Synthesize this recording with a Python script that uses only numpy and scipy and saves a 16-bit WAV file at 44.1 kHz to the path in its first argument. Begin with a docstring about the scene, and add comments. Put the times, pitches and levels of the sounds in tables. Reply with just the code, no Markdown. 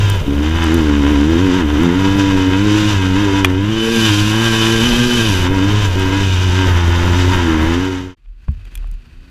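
"""Dirt bike on a forest slope

A two-stroke bike climbs loose ground, heard from a camera strapped to the rider. Each firing pushes
a low note out of the exhaust, shakes the panels and cylinder, and adds a puff of hiss. Wind rumbles,
grit ticks and a stone strikes. The ride fades out and a quiet hillside fades in, with knocks on the
camera housing, its swaying mount and a far bike coming nearer."""
import sys
import numpy as np
from scipy import signal
from scipy.fft import rfft, irfft, next_fast_len
from scipy.io import wavfile
from scipy.ndimage import uniform_filter1d

SR = 44100
rng = np.random.default_rng(int(sys.argv[2]) if len(sys.argv) > 2 else 0)


def dump(signal):
    """Clip the signal to [-1, 1] and save it as 16-bit WAV at the path in sys.argv[1]."""
    limited = np.clip(np.atleast_2d(signal).T, -1, 1)
    pcm = np.round(limited * 32767).astype(np.int16)
    wavfile.write(sys.argv[1], SR, pcm)


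N = 410130
TIME = np.arange(N) / SR
HIT_TIME = TIME[:8000]  # the short clock of one knock or thump


def gain_of(db):
    """Turns decibels into a number to multiply a sound by."""
    return 10 ** (np.asarray(db) / 20)


def evened(x):
    """Scales a signal to an average size (rms) of 1."""
    return x / np.sqrt(np.mean(x ** 2) + 1e-20)


def curves(rows):
    """Joins a table's points into lines over time; adds a gate that is open from first row to last."""
    times, *columns = np.transpose(rows)
    gate = uniform_filter1d(1. * (TIME >= times[0]) * (TIME <= times[-1]), size=400)
    return [np.interp(TIME, times, column) for column in columns] + [gate]


def add(mix, start_s, sound):
    """Mixes a short sound in at its start time."""
    part = mix[round(start_s * SR):][:len(sound)]
    part += sound[:len(part)]


def coloured(x, points):
    """Makes some pitches louder and others softer, like a tone control."""
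    pitches, db = np.transpose(points)
    size = next_fast_len(N)
    hz = np.fft.rfftfreq(size, 1 / SR)
    shape = gain_of(np.interp(np.log(hz + 1), np.log(pitches + 1), db))
    return evened(irfft(rfft(x, size) * shape, size)[:N])


def ringing(x, notes):
    """An object shaken by x rings at its own notes; narrower notes ring longer."""
    out = np.zeros(N)
    for k, (hz, width, db) in enumerate(notes):
        decay = np.exp(-np.pi * width / SR)
        pole = decay * np.exp(2j * np.pi * hz / SR)
        out += (-1) ** k * gain_of(db) * signal.lfilter([1 - decay], [1, -pole], x).real
    return evened(out)


def drift(rate_hz):
    """A smooth random wobble; a higher rate wobbles faster."""
    smooth = signal.butter(2, rate_hz, fs=SR, output="sos")
    return evened(signal.sosfilt(smooth, rng.standard_normal(N)))


# Exhaust loudness (time [s], level of harmonic 1 [dB], level of the rest together [dB])
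EXHAUST_LEVELS = [(0.0, -13, -30.5), (0.08, -11, -32), (0.13, -14.5, -44), (0.19, -15, -38),
                  (0.26, -34, -33), (0.28, -20, -16.5), (0.43, -16, -17), (0.58, -14, -23.5),
                  (0.71, -16.5, -13), (1.45, -16, -12), (1.49, -24.5, -12), (1.69, -17, -17),
                  (1.83, -18, -11.5), (1.88, -28, -11.5), (1.99, -18, -13.5), (2.1, -19.5, -12.5),
                  (2.83, -17, -13), (2.98, -14, -22.5), (3.05, -16, -16.5), (3.2, -19, -14),
                  (3.67, -18, -17.5), (3.91, -34, -15.5), (3.98, -23, -13.5), (4.13, -15, -17),
                  (4.88, -21.5, -15.5), (4.95, -33, -15), (5.01, -13, -14), (5.1, -27, -14),
                  (5.3, -16, -18.5), (5.38, -17, -22), (5.62, -17, -13), (5.75, -14.5, -21.5),
                  (5.88, -12.5, -31.5), (5.92, -18, -35), (5.97, -17.5, -19.5), (6.16, -16, -16.5),
                  (6.35, -13.5, -28.5), (6.65, -13.5, -17), (6.68, -12.5, -24.5), (7.28, -12.5, -18),
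                  (7.37, -15.5, -21.5), (7.5, -17.5, -14.5), (7.63, -15, -15.5), (7.76, -16.5, -13)]
# How the pipe favours harmonics 2 to 4 (pitch [Hz], level [dB])
PIPE_TONE = [(140, -21), (170, -13.5), (200, -8.5), (240, -2.5), (285, 2), (320, 2), (360, -9), (400, -19),
             (450, -16.5), (500, -17.5)]
# The same for harmonics 5 to 10 (pitch [Hz], level [dB])
UPPER_TONE = [(300, 4), (400, 1.5), (480, -1), (540, -8), (620, -17.5), (800, -24.5), (900, -35.5)]


def exhaust(firing_hz, turns):
    """The pipe's low note: ten harmonics, which are tones at 1, 2, 3... times the firing rate."""
    first_db, rest_db, _ = curves(EXHAUST_LEVELS)
    contrast = np.clip(2 + .44 * (rest_db + 16), .3, 1)  # the pipe's peak flattens when it is quiet
    shares_db = []
    for k, trim_db in [(2, 3), (3, .5), (4, 2)]:
        db = contrast * np.interp(k * firing_hz, *np.transpose(PIPE_TONE)) + trim_db
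        waver_db = 5.5 * np.clip(-db / 10, 0, 1)  # harmonics off the pipe's peak come and go
        shares_db.append(db + waver_db * drift(rate_hz=6.2))
    shares_db += [np.interp(k * firing_hz, *np.transpose(UPPER_TONE)) - 12.5 for k in range(5, 11)]
    total_db = 10 * np.log10(sum(gain_of(db) ** 2 for db in shares_db))
    levels_db = [first_db] + [rest_db + db - total_db for db in shares_db]
    chamber_hz, width_hz = 400, 250  # the exhaust chamber delays harmonics near its own note
    out = np.zeros(N)
    for k, db in enumerate(levels_db, 1):
        lag = np.arctan2(k * firing_hz * width_hz, chamber_hz ** 2 - (k * firing_hz) ** 2)
        if k == 1:  # the frame carries the lowest tone late at low speed
            lag += np.clip((95 - firing_hz) / 24, 0, .7)
        out -= np.sqrt(2) * gain_of(db + 1.27 * drift(rate_hz=17)) * np.cos(2 * np.pi * k * turns - lag)
    return out


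# Firing, port opening, reed valve closing and piston slap (place in the turn [0 to 1], level [dB])
BLOWS_PER_TURN = [(0, 0), (.19, -6), (.41, -5), (.70, -8)]


def engine_blows(turns):
    """Four clicks in each turn of the engine, a little uneven in time and strength."""
    out = np.zeros(N)
    for place, db in BLOWS_PER_TURN:
        strength, jitter = rng.standard_normal((1200, 2))[(turns - place + 1.5).astype(int)].T
        uneven_turns = turns - place + .002 * jitter + .012 * place * drift(rate_hz=4)
        clicks = np.diff(np.floor(uneven_turns), prepend=0).clip(0)
        out += clicks * gain_of(db + 1.5 * strength + 1.5 * drift(rate_hz=6))
    return evened(out)


# Notes of the body panels (pitch [Hz], width [Hz], level [dB])
PANEL_NOTES = [(620, 960, -14.5), (864, 155, -3), (961, 80, 3.5), (1067, 181, -2.5), (1248, 98, -4),
               (1405, 117, -2.5), (1614, 143, -3.5), (2110, 366, -7)]


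def panel_rattle(blows, puffs, chatter):
    """Blows, puffs and loose parts shake the panels."""
    return ringing(1.3 * blows + puffs + .3 * chatter, PANEL_NOTES)


# Broad notes of the cylinder (pitch [Hz], width [Hz], level [dB])
CYLINDER_NOTES = [(2300, 230, -4.5), (2541, 110, -3.5), (2727, 64, 0), (2989, 254, 3), (3219, 233, -0.5),
                  (3485, 146, -4), (3716, 123, -5.5)]
# Sharp notes heard when the engine works hard (pitch [Hz], width [Hz], level [dB])
HARD_WORK_NOTES = [(1597, 30, -5), (2568, 28, -7), (3015, 24, 1), (3175, 20, -3), (3590, 30, -5)]
# Notes that sing out at top speed (pitch [Hz], width [Hz], level [dB])
TOP_SPEED_NOTES = [(3015, 16, 0), (3175, 16, -9), (1597, 24, -14)]


def cylinder_ring(blows, puffs, chatter, ring_db, firing_hz):
    """The struck cylinder rings, with sharper notes when the engine works hard or runs fast."""
    shaking = 1.5 * blows + puffs
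    ring = ringing(shaking + .3 * chatter, CYLINDER_NOTES)
    work_db = .7 * np.minimum(ring_db + 21, 0) - 1.5
    ring += gain_of(work_db) * ringing(shaking, HARD_WORK_NOTES)
    sing_db = -25.5 - (120 - firing_hz).clip(0)  # 1 dB softer for each Hz below 120
    return gain_of(ring_db) * ring + gain_of(sing_db) * ringing(blows + puffs, TOP_SPEED_NOTES)


# Tone of the air being sucked in (pitch [Hz], level [dB])
INTAKE_TONE = [(2240, -31.5), (3800, 0), (4250, -5.5), (6090, -3.5), (6810, -8.5), (7430, -10), (8500, -20),
               (11000, -52.5), (18700, -120)]
# Notes of the cooling fins (pitch [Hz], width [Hz], level [dB])
FIN_NOTES = [(4790, 60, 0), (5450, 60, -1), (5920, 30, 2), (6720, 45, -6), (7160, 40, -3)]


def intake_hiss(blows, puffs, chatter):
    """Air hisses into the engine in puffs while the fins ring faintly."""
    intake = puffs + .32 * chatter
    return evened(coloured(intake, INTAKE_TONE) + .32 * ringing(intake + blows, FIN_NOTES))


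# Tone of the highest hiss (pitch [Hz], level [dB])
FIZZ_TONE = [(4710, -38.5), (8000, -3.5), (9150, -11), (10400, -2), (12500, -8), (14700, -17.5),
             (15400, -20)]


def fizz(puffs, chatter):
    """Puffs and loose parts add a thin, flickering sizzle."""
    return gain_of(.5 * drift(rate_hz=11)) * coloured(puffs + .26 * chatter, FIZZ_TONE)


# Engine speed, one firing per turn (time [s], firing rate [Hz])
ENGINE_SPEED = [(0, 103.1), (.09, 99.5), (.16, 96.6), (.27, 70.5), (.39, 71.8), (.48, 78.4), (.61, 84.56),
                (.68, 77.2), (.75, 84.3), (.89, 73.25), (1.07, 71.1), (1.11, 75.4), (1.16, 70.8),
                (1.23, 72.56), (1.31, 82), (1.37, 83), (1.43, 95.7), (1.52, 88.1), (1.57, 96.7), (1.66, 72),
                (1.73, 75.3), (1.77, 71.4), (1.84, 87.9), (1.91, 84.8), (1.98, 94.65), (2.18, 99.1),
                (2.25, 96.6), (2.52, 92.85), (2.66, 103.9), (2.89, 105.6), (2.98, 95.9), (3.05, 93.8),
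                (3.14, 92.26), (3.22, 104.6), (3.3, 96.3), (3.39, 98), (3.48, 90.5), (3.57, 94.4),
                (3.71, 109.7), (3.93, 114.9), (4.07, 108.7), (4.12, 102.9), (4.23, 104.1), (4.32, 107.3),
                (4.43, 114.9), (4.64, 110.2), (4.71, 113.9), (4.8, 112.4), (4.87, 124), (4.92, 116.8),
                (5.03, 121.9), (5.16, 120.2), (5.28, 105.8), (5.35, 91.1), (5.48, 89.6), (5.53, 97.3),
                (5.6, 93.1), (5.69, 102.3), (5.8, 105.4), (5.94, 87.75), (5.98, 94.5), (6.08, 92.85),
                (6.19, 98.05), (6.39, 90.4), (6.46, 93.3), (6.51, 88.2), (6.58, 94.64), (6.85, 84.9),
                (7.03, 86.7), (7.08, 90.42), (7.12, 85.4), (7.19, 91.45), (7.23, 88.5), (7.33, 92.8),
                (7.51, 79.5), (7.6, 77.1), (7.85, 93.8), (8.15, 90.3)]
# Two lists, before and after the stone strike (time [s], mids level [dB], treble level [dB])
MIDS_AND_TREBLE = [
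    [(0.03, -27, -34), (0.19, -30, -39.5), (0.24, -34, -45), (0.67, -23, -35), (1.04, -26, -38.5),
     (1.56, -26, -35), (1.6, -22, -36), (1.66, -29.5, -43), (1.85, -22, -35), (1.91, -24.5, -39),
     (2.1, -24.5, -34), (2.16, -26.5, -37), (2.2, -22, -28.5), (2.23, -25, -33.5), (2.53, -25, -36.5),
     (2.73, -24.5, -31.5), (2.76, -23.5, -31), (2.88, -24, -28.5), (3.03, -25, -35), (3.4, -23.5, -33.5)],
    [(3.48, -29, -44), (3.66, -30.5, -40), (4.0, -24.5, -26), (4.3, -25, -28), (4.33, -22.5, -31),
     (4.58, -23, -27.5), (5.29, -25, -28), (5.45, -24, -31.5), (5.49, -25.5, -39.5), (5.86, -25.5, -30.5),
     (5.88, -29.5, -35.5), (6.13, -23, -34.5), (6.28, -29, -32), (6.65, -22.5, -32.5), (6.73, -22.5, -35),
     (7.14, -22, -33), (7.16, -21.5, -29.5), (7.6, -22, -38), (7.62, -20, -35.5), (7.76, -22, -33)],
]
# How ring, hiss and fizz follow the treble
# (level at usual treble [dB], rise per dB of treble [dB], boost at full throttle [dB])
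TREBLE_LAYERS = [(-27, 0.67, 0.5), (-33.5, 1.06, 0.5), (-50, 1.0, 7)]
USUAL_TREBLE_DB, FULL_THROTTLE_S, OPENING_S = -34, (3.78, 5.47), .04


def engine():
    """The turning engine drives the exhaust note and the blows and puffs behind its rattle and hiss."""
    firing_hz, _ = curves(ENGINE_SPEED)
    mids_db, treble_db, _ = curves(np.vstack(MIDS_AND_TREBLE))
    opens_s, closes_s = FULL_THROTTLE_S
    full_throttle = np.clip(np.minimum(TIME - opens_s, closes_s - TIME) / OPENING_S, 0, 1)
    ring_db, hiss_db, fizz_db = [db + rise * (treble_db - USUAL_TREBLE_DB) + boost_db * full_throttle
                                 for db, rise, boost_db in TREBLE_LAYERS]
    turns = np.cumsum(firing_hz * (1 + .006 * drift(rate_hz=14))) / SR
    low_note = exhaust(firing_hz, turns)
    strength = gain_of(2.5 * rng.standard_normal(1200))[turns.astype(int)]  # each firing differs
    blows = engine_blows(turns)
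    pulse = strength * np.exp(-((turns + .4) % 1) / .5)
    panel_puffs, ring_puffs, hiss_puffs, fizz_puffs = [
        evened((steady + pulse) * rng.standard_normal(N)) for steady in (.52, .94, 1, .97)]
    click_sizes = gain_of(2.3 * rng.exponential(1, N).clip(0, 5))
    chatter = evened(click_sizes * (rng.random(N) < 900 / SR))  # loose parts, about 900 clicks a second
    bumps = gain_of(.9 * drift(rate_hz=14.3))  # rough ground shakes all four layers at once
    layers = gain_of(mids_db - .07) * panel_rattle(blows, panel_puffs, chatter)
    layers += cylinder_ring(blows, ring_puffs, chatter, ring_db, firing_hz)
    layers += gain_of(hiss_db) * intake_hiss(blows, hiss_puffs, chatter)
    layers += gain_of(fizz_db) * fizz(fizz_puffs, chatter)
    return low_note + bumps * layers


# Wind loudness (time [s], level [dB])
WIND_LEVELS = [(0, -21), (.8, -24), (2.4, -25), (3.7, -27), (4.7, -25.5), (5.4, -20), (6.5, -23),
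               (7.6, -23)]
# Wind tone (pitch [Hz], level [dB])
WIND_TONE = [(10, -1), (30, -1.5), (60, -5), (140, -8), (250, -14.5), (450, -15.5), (900, -31), (2000, -49)]


def wind():
    """Air rushing over the microphone opening makes a lumpy rumble."""
    db, _ = curves(WIND_LEVELS)
    return gain_of(db + 2.36 * drift(rate_hz=8)) * coloured(rng.standard_normal(N), WIND_TONE)


# Ticks on the housing: grains of grit, and the bright crack that starts some knocks and the stone strike (time
# [s], relative level [dB])
HOUSING_TICKS = [(0.0995, -12), (0.1291, -30), (0.1554, -30), (0.6406, -18), (0.743, -16.5), (1.834, -23),
                 (3.4462, -10), (3.455, -18), (5.9964, -24), (6.4399, -31), (7.1619, -39.5), (8.517, -47),
                 (8.6527, -42), (8.7444, -43), (8.754, -20.5), (8.7755, -34), (8.8732, -45), (8.9137, -37),
                 (8.9406, -48)]


def bright_ticks(decay_s=.0022):
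    """Each tick is a tiny burst of bright noise."""
    out = np.zeros(N)
    bright = signal.butter(2, [4500, 13500], "bandpass", fs=SR, output="sos")
    for start_s, db in HOUSING_TICKS:
        noise = evened(signal.sosfilt(bright, rng.standard_normal(500)))
        add(out, start_s, gain_of(db) / 2 * noise * np.exp(-TIME[:500] / decay_s))
    return out


# Dull bumps on the housing (time [s], level [dB], pitch [Hz], time to fade by 60 dB [s])
HOUSING_THUMPS = [(2.5, -5, 300, 0.027), (8.484, -4.5, 71, 0.16), (8.482, -9, 143, 0.075),
                  (8.475, -26, 41, 0.33), (8.49, -23.5, 218, 0.13), (8.572, -25, 95, 0.23),
                  (8.92, -32.5, 155, 0.098)]


def thumps():
    """Each bump is one low tone that starts fast and dies away."""
    out = np.zeros(N)
    onset = 1 - np.exp(-HIT_TIME / .0028)
    for start_s, db, hz, fade_s in HOUSING_THUMPS:
        loudness = onset * gain_of(db - 60 * HIT_TIME / fade_s)
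        add(out, start_s, -loudness * np.sin(2 * np.pi * hz * HIT_TIME))
    return out


# The stone strike, then the hillside knocks (time [s], peak level [dB], favoured pitch [Hz])
HOUSING_KNOCKS = [(3.4465, 8.5, 1900), (3.4545, -6, 2300), (8.259, -48, 2020), (8.4832, -25, 1007),
                  (8.653, -37, 2800), (8.71, -44, 3300), (8.754, -24, 3270), (8.776, -31, 3300),
                  (8.825, -42, 1000), (8.843, -34, 900)]
# Notes of the housing (pitch [Hz], level [dB], time to fade by 60 dB [s])
HOUSING_NOTES = [(620, -3, .018), (850, -3, .012), (1100, -1, .016), (1400, -5, .012), (1730, -5, .014),
                 (2110, -4, .012), (2430, -1, .024), (2890, -4, .012), (3350, -2, .02), (4100, -9, .01),
                 (4800, -10, .01), (5600, -10, .01), (6300, -9, .01)]


def knocks():
    """A knock rings the housing, mostly at the notes near its favoured pitch."""
    out = np.zeros(N)
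    # the spot that is struck decides which way each note swings first
    spots = rng.choice([-1., 1.], (len(HOUSING_KNOCKS), len(HOUSING_NOTES)))
    for (start_s, peak_db, favoured_hz), spot in zip(HOUSING_KNOCKS, spots):
        knock = np.zeros(len(HIT_TIME))
        for sign, (hz, db, fade_s) in zip(spot, HOUSING_NOTES):
            start_db = db - 6 * np.log2(hz / favoured_hz) ** 2
            knock += sign * gain_of(start_db - 60 * HIT_TIME / fade_s) * np.sin(2 * np.pi * hz * HIT_TIME)
        knock *= 1 - np.exp(-HIT_TIME * favoured_hz / .4)  # higher knocks start more sharply
        add(out, start_s, gain_of(peak_db) * knock / abs(knock).max())
    return out


# Loudness of the hillside hush (time [s], level [dB])
HUSH_LEVELS = [(8.17, -58), (8.338, -53), (8.43, -43.5), (8.72, -38.5), (9.116, -42), (9.3, -39)]
# Tone of the trees (pitch [Hz], level [dB])
HUSH_TONE = [(35, -35), (60, 4), (132, -13.5), (167, -21.5), (205, -24), (247, -18.5), (291, -35),
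             (319, -21), (376, -30), (671, -36.5), (2580, -31.5), (4100, -39.5), (4610, -45), (5950, -46),
             (15400, -60)]
# Notes of the air inside the housing (pitch [Hz], width [Hz], level [dB])
HOLLOW_NOTES = [(1500, 150, -5), (2200, 120, -2), (2570, 100, 0), (3380, 110, 0), (4600, 200, -6)]


def tree_hush():
    """A soft breeze in the trees, which also rings faintly in the hollow housing."""
    db, gate = curves(HUSH_LEVELS)
    breeze = rng.standard_normal(N)
    hush = coloured(breeze, HUSH_TONE) + .085 * ringing(breeze, HOLLOW_NOTES)
    return gate * gain_of(db + 1.7 * drift(rate_hz=24)) * hush


# Nudges to the camera mount (time of widest swing [s], hold [s], pitch [Hz], level [dB])
MOUNT_SWINGS = [(8.29, .02, 37.6, -28.5), (8.37, 0.011, 37.8, -34), (8.55, .01, 42.3, -27),
                (8.65, 0.017, 39.5, -28), (8.78, 0.17, 39, -21.5), (9.18, 0.015, 32, -32)]


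def mount_sway(rise_db_per_s=296, fall_db_per_s=248):
    """Each nudge builds a deep swing of the mount, which holds and then dies away."""
    times, _, hz, _ = np.transpose(MOUNT_SWINGS)
    swings_db = [db - rise_db_per_s * (at - TIME).clip(0) - fall_db_per_s * (TIME - at - hold).clip(0)
                 for at, hold, _, db in MOUNT_SWINGS]
    pitch_hz = np.interp(TIME, times, hz) * (1 + .069 * drift(rate_hz=18.3))
    cycles = np.cumsum(pitch_hz) / SR
    return gain_of(np.max(swings_db, axis=0)) * np.sqrt(2) * np.sin(2 * np.pi * cycles)


# The far bike coming nearer (time [s], firing rate [Hz], level [dB])
FAR_RIDE = [(8.5, 88.4, -69), (8.8, 93.6, -67), (8.95, 86.5, -71), (9.03, 79.3, -57), (9.1, 80.6, -56),
            (9.2, 87.8, -58), (9.3, 91, -53)]
# Its harmonics (multiple of the firing rate, level [dB])
FAR_HARMONICS = [(1, 2), (2, 3), (3, 5), (4, -3.5), (5, -13), (6, -18)]


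def far_bike():
    """A distant engine, heard only as the hum of its low harmonics."""
    firing_hz, db, gate = curves(FAR_RIDE)
    turns = np.cumsum(firing_hz) / SR
    hum = sum(gain_of(level) * np.cos(2 * np.pi * k * turns) for k, level in FAR_HARMONICS)
    return gate * gain_of(db) * hum


def scene():
    """The ride fades into the hillside; hits on the housing sound in both."""
    fade_out = np.interp(TIME, [7.62, 8.15], [1, 0])
    ride = fade_out * (engine() + wind())
    housing = bright_ticks() + thumps() + knocks()
    hillside = tree_hush() + mount_sway() + far_bike()
    return (ride + housing + hillside)[None]


def record(dry):
    """Flattens the loudest peaks, then removes the treble above 15400 Hz."""
    clipped = np.clip(dry, -.97, .97)
    treble_cut = signal.firwin(511, 15400, window=("kaiser", 9), fs=SR)
    return signal.oaconvolve(clipped, treble_cut[None], "same")


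dry = scene()
out = record(dry)
dump(out)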